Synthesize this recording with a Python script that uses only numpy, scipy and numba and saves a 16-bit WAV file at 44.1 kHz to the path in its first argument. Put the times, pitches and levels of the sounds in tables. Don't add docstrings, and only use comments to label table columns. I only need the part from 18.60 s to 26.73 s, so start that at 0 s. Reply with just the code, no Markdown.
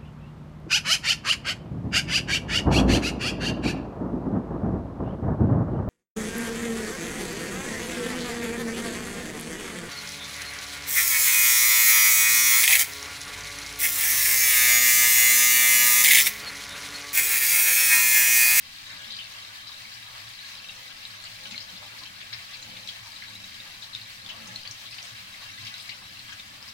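import sys
import numpy as np
from scipy import signal
from scipy.fft import rfft, irfft
from scipy.io import wavfile
from numba import njit

SR = 44100
rng = np.random.default_rng(int(sys.argv[2]) if len(sys.argv) > 2 else 0)


def to_wav(sig):
    pcm = np.clip(np.atleast_2d(sig), -1, 1) * 32767
    pcm = np.round(pcm).astype(np.int16)
    wavfile.write(sys.argv[1], SR, pcm.T)


N = 358533
TIME, FREQ = np.arange(N) / SR, np.arange(N // 2 + 1) * SR / N

# (frequency [Hz], relative level [dB])
RUMBLE_SPECTRUM = [(15, 5.5), (35, -20), (70, 4), (150, -9), (400, -21.5), (1000, -38)]
GURGLE_SPECTRUM = [(330, -7.5), (460, -16.5), (570, -7.5), (800, -6.5), (1150, -1.5), (1400, -5.5),
                   (2000, -4)]
HISS_SPECTRUM = [(450, -30), (700, 1), (1500, 1), (2000, 10.5), (4500, 9), (6300, 0.5), (8000, -2),
                 (10000, -6.5), (13000, -6), (16000, -4.5)]
SPLASH_SPECTRUM = [(900, -17), (1450, -17), (1700, -1.5), (2400, -6), (3300, -2), (4100, 1), (5000, -4),
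                   (6000, -9), (8000, -17.5), (12000, -20)]
# (frequency [Hz], half-width [Hz], relative level [dB], phase lag of the right side [rad])
FLOOR_MODES = [(59, 55, -10.5, -1), (86, 6.3, -3.5, 0.1), (107.5, 13.8, 7, -0.44), (118, 5.1, -15, 0.5),
               (188, 15.1, 0.5, 0.79), (219.6, 7.9, 1, 0.87), (286.6, 29.6, -7.5, 1), (297.4, 7.4, -9, 2.5),
               (324, 13, -7.5, 3.5)]
DRAIN_MODES = [(516.2, 9.9, -2.5, 1.48), (608.6, 29, -8.5, 0.45), (685, 45, -15, 0.45),
               (850, 23, -7.5, 0.87)]
BASIN_MODES = [(1107, 13, 1, 1.25), (1233, 70, 2, 3.08), (1304, 27, -1, 4.2), (1498, 10, 4, 1.66),
               (1665, 47, 5, 2.27), (1773, 87, -7.5, 1.9), (2045, 52, 4, 2.3), (2214, 85, 1, 1.4),
               (2350, 35, 5.5, 1), (2697, 105, 1, 1.23), (3050, 76, 3, 3.34), (3152, 45, 0, 0.62),
               (3876, 120, -1.5, 0.48), (4200, 140, -7.5, 0.75)]
# (time [s], level [dB])
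RUNOFF_LEVELS = [(0, -64), (0.55, -64.5), (0.8, -67.5), (1.25, -65.5), (1.8, -66), (2.5, -65), (3.6, -61.5),
                 (3.85, -68), (4.1, -60), (4.45, -67), (4.75, -60.5), (5.35, -65), (5.7, -60.5),
                 (6.3, -64.5), (6.6, -63), (8.13, -62.5)]
# (time of peak [s], relative level [dB], length [s])
DRAIN_POURS = [(0.456, -67.5, 0.22), (1.17, -72, .1), (2.166, -67.5, 0.38), (2.884, -60.5, 0.093),
               (3.1, -68.5, 0.52), (4.15, -62.5, 0.28), (5.052, -70, 0.11), (5.9, -60, 0.23),
               (6.486, -67.5, 0.084), (7.948, -72, 0.13)]
# (time [s], relative level [dB], length [s])
FLOOR_SLOPS = [(0.325, -53, 0.042), (0.46, -54, 0.034), (2.902, -48, 0.071), (3.125, -54, 0.031),
               (4.81, -60, 0.051), (5.07, -71, 0.025), (5.61, -58, .07), (5.79, -53.5, 0.069),
               (5.895, -52.5, 0.078), (7.02, -58, 0.031), (7.67, -60, 0.032), (7.89, -56, 0.073)]
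FLOOR_THUDS = [(1.49, -52.5, 0.16), (3.72, -49, 0.074), (4.35, -46, 0.076), (5.33, -49, 0.086),
               (5.9, -49, 0.055), (6.08, -49, 0.067), (6.28, -50, 0.054), (6.5, -50, 0.081),
               (6.98, -49, 0.14)]
# (time [s], relative level [dB], pitch [Hz], length [s])
PALM_SQUELCHES = [(0.294, -49.5, 1950, 0.048), (0.329, -49, 4000, 0.052), (0.402, -48, 3230, 0.032),
                  (0.43, -49, 3260, 0.034), (0.502, -39, 4120, 0.023), (0.528, -40, 3800, 0.026),
                  (0.566, -41, 4400, 0.013), (0.586, -41, 3110, .033), (1.069, -46, 4400, 0.032),
                  (1.09, -56, 1156, 0.051), (1.325, -49.5, 4770, 0.04), (1.803, -46, 4020, 0.02),
                  (2.094, -50, 3480, .018), (2.305, -46.5, 3100, 0.024), (2.65, -41, 4300, 0.0082),
                  (2.661, -44.5, 2830, 0.021), (2.855, -45.5, 3170, .03), (2.919, -45, 2470, 0.023),
                  (3.002, -42.5, 4800, 0.025), (3.155, -45, 4140, 0.03), (3.387, -41.5, 4400, .01),
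                  (3.453, -44.5, 3040, 0.031), (3.727, -40, 2070, 0.02), (3.73, -37, 4420, .015),
                  (3.784, -45, 2450, 0.017), (3.935, -42, 4000, .02), (3.938, -46, 2520, 0.029),
                  (4.018, -49.5, 6600, 0.026), (4.284, -40, 3730, 0.024), (4.454, -58, 1100, 0.041),
                  (4.632, -48, 2000, 0.031), (5.227, -43, 4020, 0.027), (5.332, -43, 4100, 0.026),
                  (5.696, -42, 3150, 0.031), (5.871, -46, 6340, 0.015), (5.899, -49, 1910, 0.018),
                  (5.995, -48, 4370, 0.03), (6.056, -46, 2090, .016), (6.109, -45, 5800, 0.016),
                  (6.256, -47, 3750, 0.034), (6.311, -46, 4820, 0.033), (6.438, -48, 7400, 0.014),
                  (6.742, -46, 2150, 0.017), (7.048, -45, 5200, 0.0081), (7.102, -52, 2800, 0.013),
                  (7.197, -42, 4180, 0.016), (7.289, -39.5, 2240, 0.0068), (7.315, -42.5, 2780, 0.019),
                  (7.68, -50, 3130, 0.02), (7.726, -49, 1770, 0.018), (7.72, -44, 2900, .014),
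                  (8.079, -46, 5200, 0.022)]
# (time [s], relative level [dB], middle pitch [Hz], length [s])
PALM_SLAPS = [(2.91, -41.5, 4700, 0.017), (3.602, -43.5, 3130, 0.031), (3.728, -38.5, 4440, .011),
              (4.165, -45, 2670, 0.013), (4.273, -44, 5200, .006), (4.287, -51, 3500, 0.013),
              (5.357, -44.5, 3000, 0.013), (5.689, -41, 3800, 0.018), (6.052, -40.5, 3330, .013),
              (6.324, -47, 3160, 0.033), (6.382, -38, 3330, 0.01), (6.449, -46, 3600, .006),
              (7.067, -38, 3450, .012), (7.294, -37, 3900, 0.0098), (7.795, -45, 2930, 0.0075)]
# (time [s], relative level [dB], pitch [Hz], ring [cycles])
FINGER_POPS = [(0.5215, -27, 4100, 4.3), (0.589, -29, 3060, 9), (0.607, -32, 2890, 7.6),
               (1.072, -34, 3900, 11), (1.092, -37, 3900, 12), (1.118, -33, 3760, 12),
               (1.1425, -31, 3860, 8.5), (1.2523, -32, 2220, 5.7), (1.7355, -34, 4340, 6),
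               (1.789, -32, 3875, 11), (1.846, -34, 3920, 9), (1.889, -32, 4100, 5), (1.964, -35, 3900, 7),
               (1.999, -38, 2660, 8.8), (2.044, -36, 2660, 7.3), (2.087, -32, 3770, 12),
               (2.093, -31.5, 2710, 8), (2.279, -33, 3790, 8), (2.452, -25, 3900, 6.6),
               (2.6398, -31, 4300, 3), (2.9438, -29, 2185, 6.5), (2.9788, -20, 4090, 3.8),
               (3.4362, -26.5, 4320, 2.1), (4.0268, -29, 4070, 6.6), (4.17, -30.5, 3820, 5.4),
               (4.2747, -26, 3980, 5), (4.2882, -25, 3300, 6.7), (4.519, -33, 4640, 7),
               (4.562, -29, 3910, 5.5), (4.6224, -29.5, 2070, 4.4), (4.638, -30, 4500, 4),
               (4.7535, -29, 3800, 6), (4.8422, -28.5, 3830, 6), (5.001, -30, 3750, 9.3),
               (5.223, -30.5, 3790, 6), (5.349, -22, 3700, 8.7), (5.434, -38, 3900, 5),
               (5.662, -27, 3460, 4.5), (5.9592, -21.5, 4150, 7.7), (6.033, -33, 4770, 5),
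               (6.0754, -24.5, 4530, 5), (6.1115, -22.5, 5900, 3), (6.343, -29, 4670, 3),
               (6.4277, -25, 5560, 3), (7.141, -26, 3930, 6), (7.181, -28, 4900, 3.5),
               (7.293, -26.5, 4000, 6.5), (7.571, -34.5, 2690, 5.5), (7.592, -30, 4200, 6),
               (7.695, -34, 3240, 5), (7.722, -37, 1615, 6), (7.7977, -28, 3660, 6.4),
               (8.027, -30, 5030, 3.1)]
# (time [s], level [dB], length [s], pitch of the hollow [Hz])
PALM_GULPS = [(1.057, -57, 0.035, 1120), (1.887, -59, 0.11, 1300), (2.279, -56, 0.033, 1300),
              (3.208, -50, 0.053, 780), (3.404, -55, 0.045, 1000), (4.05, -60, .03, 900),
              (4.434, -58, 0.064, 1100), (4.673, -57, 0.029, 1000), (5.045, -57, 0.04, 950),
              (5.422, -55, .025, 1000), (6.64, -65, .025, 1000), (6.803, -53.5, 0.042, 1200),
              (7.006, -59, 0.039, 1100), (7.413, -62, 0.032, 1200), (7.68, -53, 0.04, 1000),
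              (7.718, -60, .028, 1100), (8.0, -56, 0.05, 1440), (8.071, -60, 0.024, 1110)]
# (time [s], level [dB], length [s], pitch [Hz])
FINGER_SPRAYS = [(.258, -57, 0.02, 5800), (.712, -54, .02, 5500), (1.88, -52, .02, 6000),
                 (2.148, -49, 0.016, 5900), (2.468, -55, .02, 8000), (2.637, -49, .012, 7500),
                 (3.945, -55, 0.05, 6500), (5.228, -56, 0.02, 5500), (5.342, -60, .02, 12000),
                 (5.517, -60, 0.018, 8000), (5.868, -57, .022, 9500), (6.19, -52, 0.023, 5600),
                 (6.29, -56, 0.046, 8500), (6.435, -58, .025, 7800), (7.195, -56, .045, 8500),
                 (7.625, -56, .018, 7500), (7.724, -50, .018, 5800)]
# (time [s], relative level [dB])
JET_LEVELS = [(0.0, -48.5), (0.22, -44), (0.47, -42.5), (0.68, -44), (1.27, -46), (1.99, -45), (2.53, -46),
              (2.87, -44), (3.19, -47.5), (3.82, -45.5), (6.29, -46.5), (6.43, -44.5), (6.77, -46.5),
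              (7.15, -42.5), (7.4, -46), (8.13, -49.5)]
# (frequency [Hz], left minus right [dB])
MIC_BALANCE = [(100, 0), (270, -3), (520, 6.5), (700, 0.5), (860, 0.5), (1200, -0.5), (1650, 4.5),
               (2000, -0.5), (2300, 2.5), (2900, 1.5), (3800, 1.5), (5000, 7.5), (5800, 1.5), (8000, 5),
               (14000, 2.5)]


def undb(db):
    return 10 ** (np.asarray(db) / 20)


def unit(x):
    return x / np.sqrt(np.mean(x ** 2))


def response(points):
    hz, db = np.transpose(points)
    return undb(np.interp(np.log(FREQ + 1), np.log(hz), db))


def colour(x, points):
    return unit(irfft(rfft(x) * response(points), N))


def drift(per_s):
    knots = rng.standard_normal(N // 100)
    return np.interp(TIME * per_s, np.arange(len(knots)), knots)


def resonate(modes, drive):
    out = 0
    for hz, width, db, phase in modes:
        ring = 1 / (1 + 1j * (FREQ - hz) / width) ** 2
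        out = out + undb(db) * ring * np.exp(-1j * np.array([[0], [phase]]))
    return unit(irfft(out * rfft(drive), N))


def tail(t60, delay_s):
    t = TIME[:SR // 2]
    echo = rng.standard_normal((2, len(t))) * np.exp(-np.log(1000) * t / t60) * (t > delay_s)
    return echo / np.sqrt(np.sum(echo ** 2, axis=1, keepdims=True))


def echoes(x, basin_db=-6, basin_t60=0.13, room_db=-11, room_t60=0.14):
    out, turn = x, 2 * drift(per_s=4)
    for share in (np.cos(turn), np.sin(turn)):
        walls = undb(basin_db) * tail(basin_t60, 0.0024) + undb(room_db) * tail(room_t60, 0.0073)
        out = out + share * signal.fftconvolve(x, walls, axes=1)[:, :N]
    return out


@njit
def bubbles(start, hz, cycles, size, lag, glide, onset):
    out = np.zeros((2, N))
    for k in range(len(start)):
        life = cycles[k] * SR / hz[k]
        left, right = int(start[k] * SR), int((start[k] + lag[k]) * SR)
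        ring, turn = size[k] + 0j, np.exp(2j * np.pi * hz[k] / SR - 1 / life)
        rise = np.exp(2j * np.pi * hz[k] / SR * glide / life)
        shut, opening = 1., np.exp(-1 / (onset * life))
        for i in range(int(6 * life)):
            ring, turn, shut = ring * turn, turn * rise, shut * opening
            if min(left, right) + i >= 0 and max(left, right) + i < N:
                sample = ring.imag * (1 - shut) ** 2
                out[0, left + i] += sample
                out[1, right + i] += sample
    return out


def froth(count, low_hz, high_hz, cycles, spread_db):
    when, pitch, ring, big, place = rng.random((count, 5)).T
    hz = low_hz * (high_hz / low_hz) ** pitch
    size = undb(-spread_db * np.log(big + 0.038)) * hz
    lag = (2 * place - 1) * .002
    return bubbles(when * N / SR, hz, cycles * (.5 + ring), size, lag, glide=0.031, onset=0.14)


def pouring():
    return sum(undb(db) * np.exp(-2 * ((TIME - s) / length) ** 2) for s, db, length in DRAIN_POURS)


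def surges(table, t=TIME):
    out = 0
    for start, db, length, *_ in table:
        age = np.maximum(t - start, 0) / (length / 2)
        out = out + undb(db) * age ** 2 * np.exp(2 * (1 - age))
    return out


def bursts(water, table, octaves):
    out = np.zeros((2, N))
    for start, db, length, hz in table:
        span = slice(int(start * SR), int((start + 3 * length) * SR))
        n = len(TIME[span])
        octaves_off = np.log2((np.arange(n // 2 + 1) * SR / n + 1) / hz)
        peak = 1 / (1 + (octaves_off / octaves) ** 2) ** 2
        band = unit(irfft(rfft(water[:, span]) * peak, n))
        out[:, span] += band * surges([(start, db, length)], TIME[span])
    return out


def mix_in(out, run, start, length, db):
    span = slice(int(start * SR), int((start + 2 * length + .02) * SR))
    out[:, span] += run[:, span] * undb(db) * np.sqrt(2 * length * SR / np.sum(run[:, span] ** 2))


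def room_tone():
    noise = rng.standard_normal(N) + 0.28 * rng.standard_normal((2, N))
    return undb(-65.5) * colour(noise, RUMBLE_SPECTRUM)


def sink(boom_db=-61, drain_db=-71):
    pour, runoff_db = pouring(), np.interp(TIME, *np.transpose(RUNOFF_LEVELS))
    change_db = runoff_db - runoff_db.mean()
    thuds, slops = undb(-6) * surges(FLOOR_THUDS), undb(-1.5) * surges(FLOOR_SLOPS)
    landing = np.sqrt(undb(runoff_db) ** 2 + (undb(-0.5) * pour) ** 2 + slops ** 2)
    turbulence = rng.standard_normal((3, N))
    boom = resonate(FLOOR_MODES[:4], turbulence[0]) * np.hypot(undb(boom_db + 0.39 * change_db), thuds)
    drum = resonate(FLOOR_MODES[4:], turbulence[1]) * landing
    drain = resonate(DRAIN_MODES, turbulence[2]) * np.hypot(undb(drain_db + change_db), undb(2) * pour)
    return boom + drum + drain


def strays(hz, count, scatter, cycles, spread_db):
    when, big, ring, place = rng.random((count, 4)).T
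    pitch = hz * np.exp(scatter * rng.standard_normal(count))
    size = undb(-spread_db * np.log(big + 0.081))
    lag = (place - .5) * .6 / pitch
    drops = bubbles(when * N / SR, pitch, cycles * (.5 + ring), size, lag, glide=0.0042, onset=0.13)
    return unit(echoes(drops))


def pings():
    steel = strays(hz=3935, count=330, scatter=0.049, cycles=12, spread_db=4.5)
    plinks = strays(hz=3016, count=800, scatter=0.271, cycles=8.4, spread_db=3.0)
    return steel * undb(-59.5 - 5 * drift(per_s=6.8)) + plinks * undb(-58)


def spatter(start, hz, size, count, spread, cycles, scatter_s):
    early, pitch, place = rng.random((len(start), count, 3)).transpose(2, 0, 1)
    when = start[:, None] - scatter_s * np.log(early + 1e-6)
    tick_hz = np.minimum(hz[:, None] * np.exp(spread * (2 * pitch - .8)), SR / 3)
    sizes = size[:, None] * early / np.sqrt(count)
    lag = (place - .5) / hz[:, None]
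    return bubbles(when.ravel(), tick_hz.ravel(), np.full(when.size, cycles), sizes.ravel(),
                   lag.ravel(), glide=0.014, onset=0.083)


def squelches(count=22, scatter=0.098, cycles=5, climb=0.12):
    starts, levels, pitches, _ = np.transpose(PALM_SQUELCHES)
    out = spatter(starts, pitches, undb(levels), count=60, spread=0.4, cycles=1.8, scatter_s=0.007)
    for start, db, hz, length in PALM_SQUELCHES:
        age = (np.arange(count) + rng.random(count)) / count
        pitch = hz * np.exp(scatter * rng.standard_normal(count) + climb * (age - .5))
        size = np.exp(-1.2 * age) * rng.uniform(0.34, 1, count)
        lag = rng.uniform(-0.00019, 0.00022, count)
        run = bubbles(start + length * age, pitch, np.full(count, cycles), size, lag, 0.023, 0.12)
        mix_in(out, run, start, length, db - 1)
    return out


def slaps(count=36, scatter=0.224, cycles=3.2, fade_db=9):
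    out = np.zeros((2, N))
    for start, db, hz, length in PALM_SLAPS:
        age = (np.arange(count) + rng.random(count)) / count
        pitch = np.minimum(hz * np.exp(scatter * rng.standard_normal(count)), SR / 3)
        size = undb(-fade_db * age) * rng.uniform(0.15, 1, count)
        lag = (rng.random(count) - .5) * 0.71 / pitch
        volley = bubbles(start + length * age, pitch, np.full(count, cycles), size, lag, 0.029, 0.13)
        mix_in(out, volley, start, length, db)
    return out


def pops():
    start, db, hz, cycles = np.transpose(FINGER_POPS).copy()
    lag = rng.uniform(-.15, .15, len(start)) / hz
    ring = bubbles(start, hz, cycles, undb(db + 6), lag, glide=0.0063, onset=0.38)
    return ring + spatter(start, hz, undb(db + 3.5), count=30, spread=0.556, cycles=2.36, scatter_s=0.004)


def soften(x, cutoff_hz=7900):
    return irfft(rfft(x) / np.sqrt(1 + (FREQ / cutoff_hz) ** 6), N)


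def hands(left_lead_db=2.0):
    popping = echoes(soften(pops()), basin_db=-6, basin_t60=0.07, room_db=-9, room_t60=0.24)
    palms = soften(squelches() + slaps())
    rubbing = echoes(palms, basin_db=-3.5, basin_t60=0.084, room_db=-4.5, room_t60=0.2)
    return (popping + rubbing) * undb(np.array([[left_lead_db], [-left_lead_db]]) / 2)


def gurgle():
    water = froth(count=9000, low_hz=353.4, high_hz=1910, cycles=10.65, spread_db=2.0)
    water = colour(echoes(water), GURGLE_SPECTRUM)
    trickle = undb(-58 + 3 * drift(per_s=12))
    gulps = bursts(water[::-1], PALM_GULPS, octaves=1.2)
    return water * np.hypot(trickle, undb(2.5) * pouring()) + gulps


def spray(change_db, follow=0.45):
    mist = froth(count=20000, low_hz=5270, high_hz=14600, cycles=2.6, spread_db=4.0)
    fizz = colour(echoes(mist), [(4000, 3.5), (7000, -7.5), (10000, -4.5), (15000, -12)])
    level_db = -60 + follow * change_db + 0.4 * drift(per_s=20)
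    return fizz * undb(level_db) + bursts(mist[::-1], FINGER_SPRAYS, octaves=0.3)


def hiss():
    return colour(rng.standard_normal((2, N)), HISS_SPECTRUM) * undb(-47 + 1.8 * drift(per_s=24))


def rippling(x, depth_db=1):
    centres = np.log(1500 * np.sqrt(2) ** np.arange(5))
    out, spectrum = 0, rfft(x)
    for weights in np.eye(len(centres)):
        band = irfft(spectrum * np.interp(np.log(FREQ + 1), centres, weights), N)
        out = out + band * undb(depth_db * drift(per_s=17))
    return unit(out)


def splash():
    drops = froth(count=20000, low_hz=997.5, high_hz=8970, cycles=8.3, spread_db=3.5)
    return rippling(colour(echoes(drops), SPLASH_SPECTRUM) + undb(-3.5) * resonate(BASIN_MODES, drops[0]))


def stream(gulp_lift_db=1.5):
    gulp = surges(PALM_GULPS)
    flow_db = np.interp(TIME, *np.transpose(JET_LEVELS)) + gulp_lift_db * gulp / gulp.max()
    change_db = flow_db - flow_db.mean()
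    splash_db = flow_db - 0.74 + drift(per_s=22)
    return hiss() + spray(change_db) + splash() * undb(splash_db) + gurgle() + pings() * undb(change_db)


def scene():
    return hands() + stream() + sink() + room_tone()


def record(dry, top_hz=15850):
    left = np.sqrt(response(MIC_BALANCE))
    heard = irfft(rfft(dry) * np.array([left, 1 / left]), N)
    return signal.sosfilt(signal.ellip(12, .1, 70, top_hz, fs=SR, output="sos"), heard)


dry = scene()
out = record(dry)
to_wav(out)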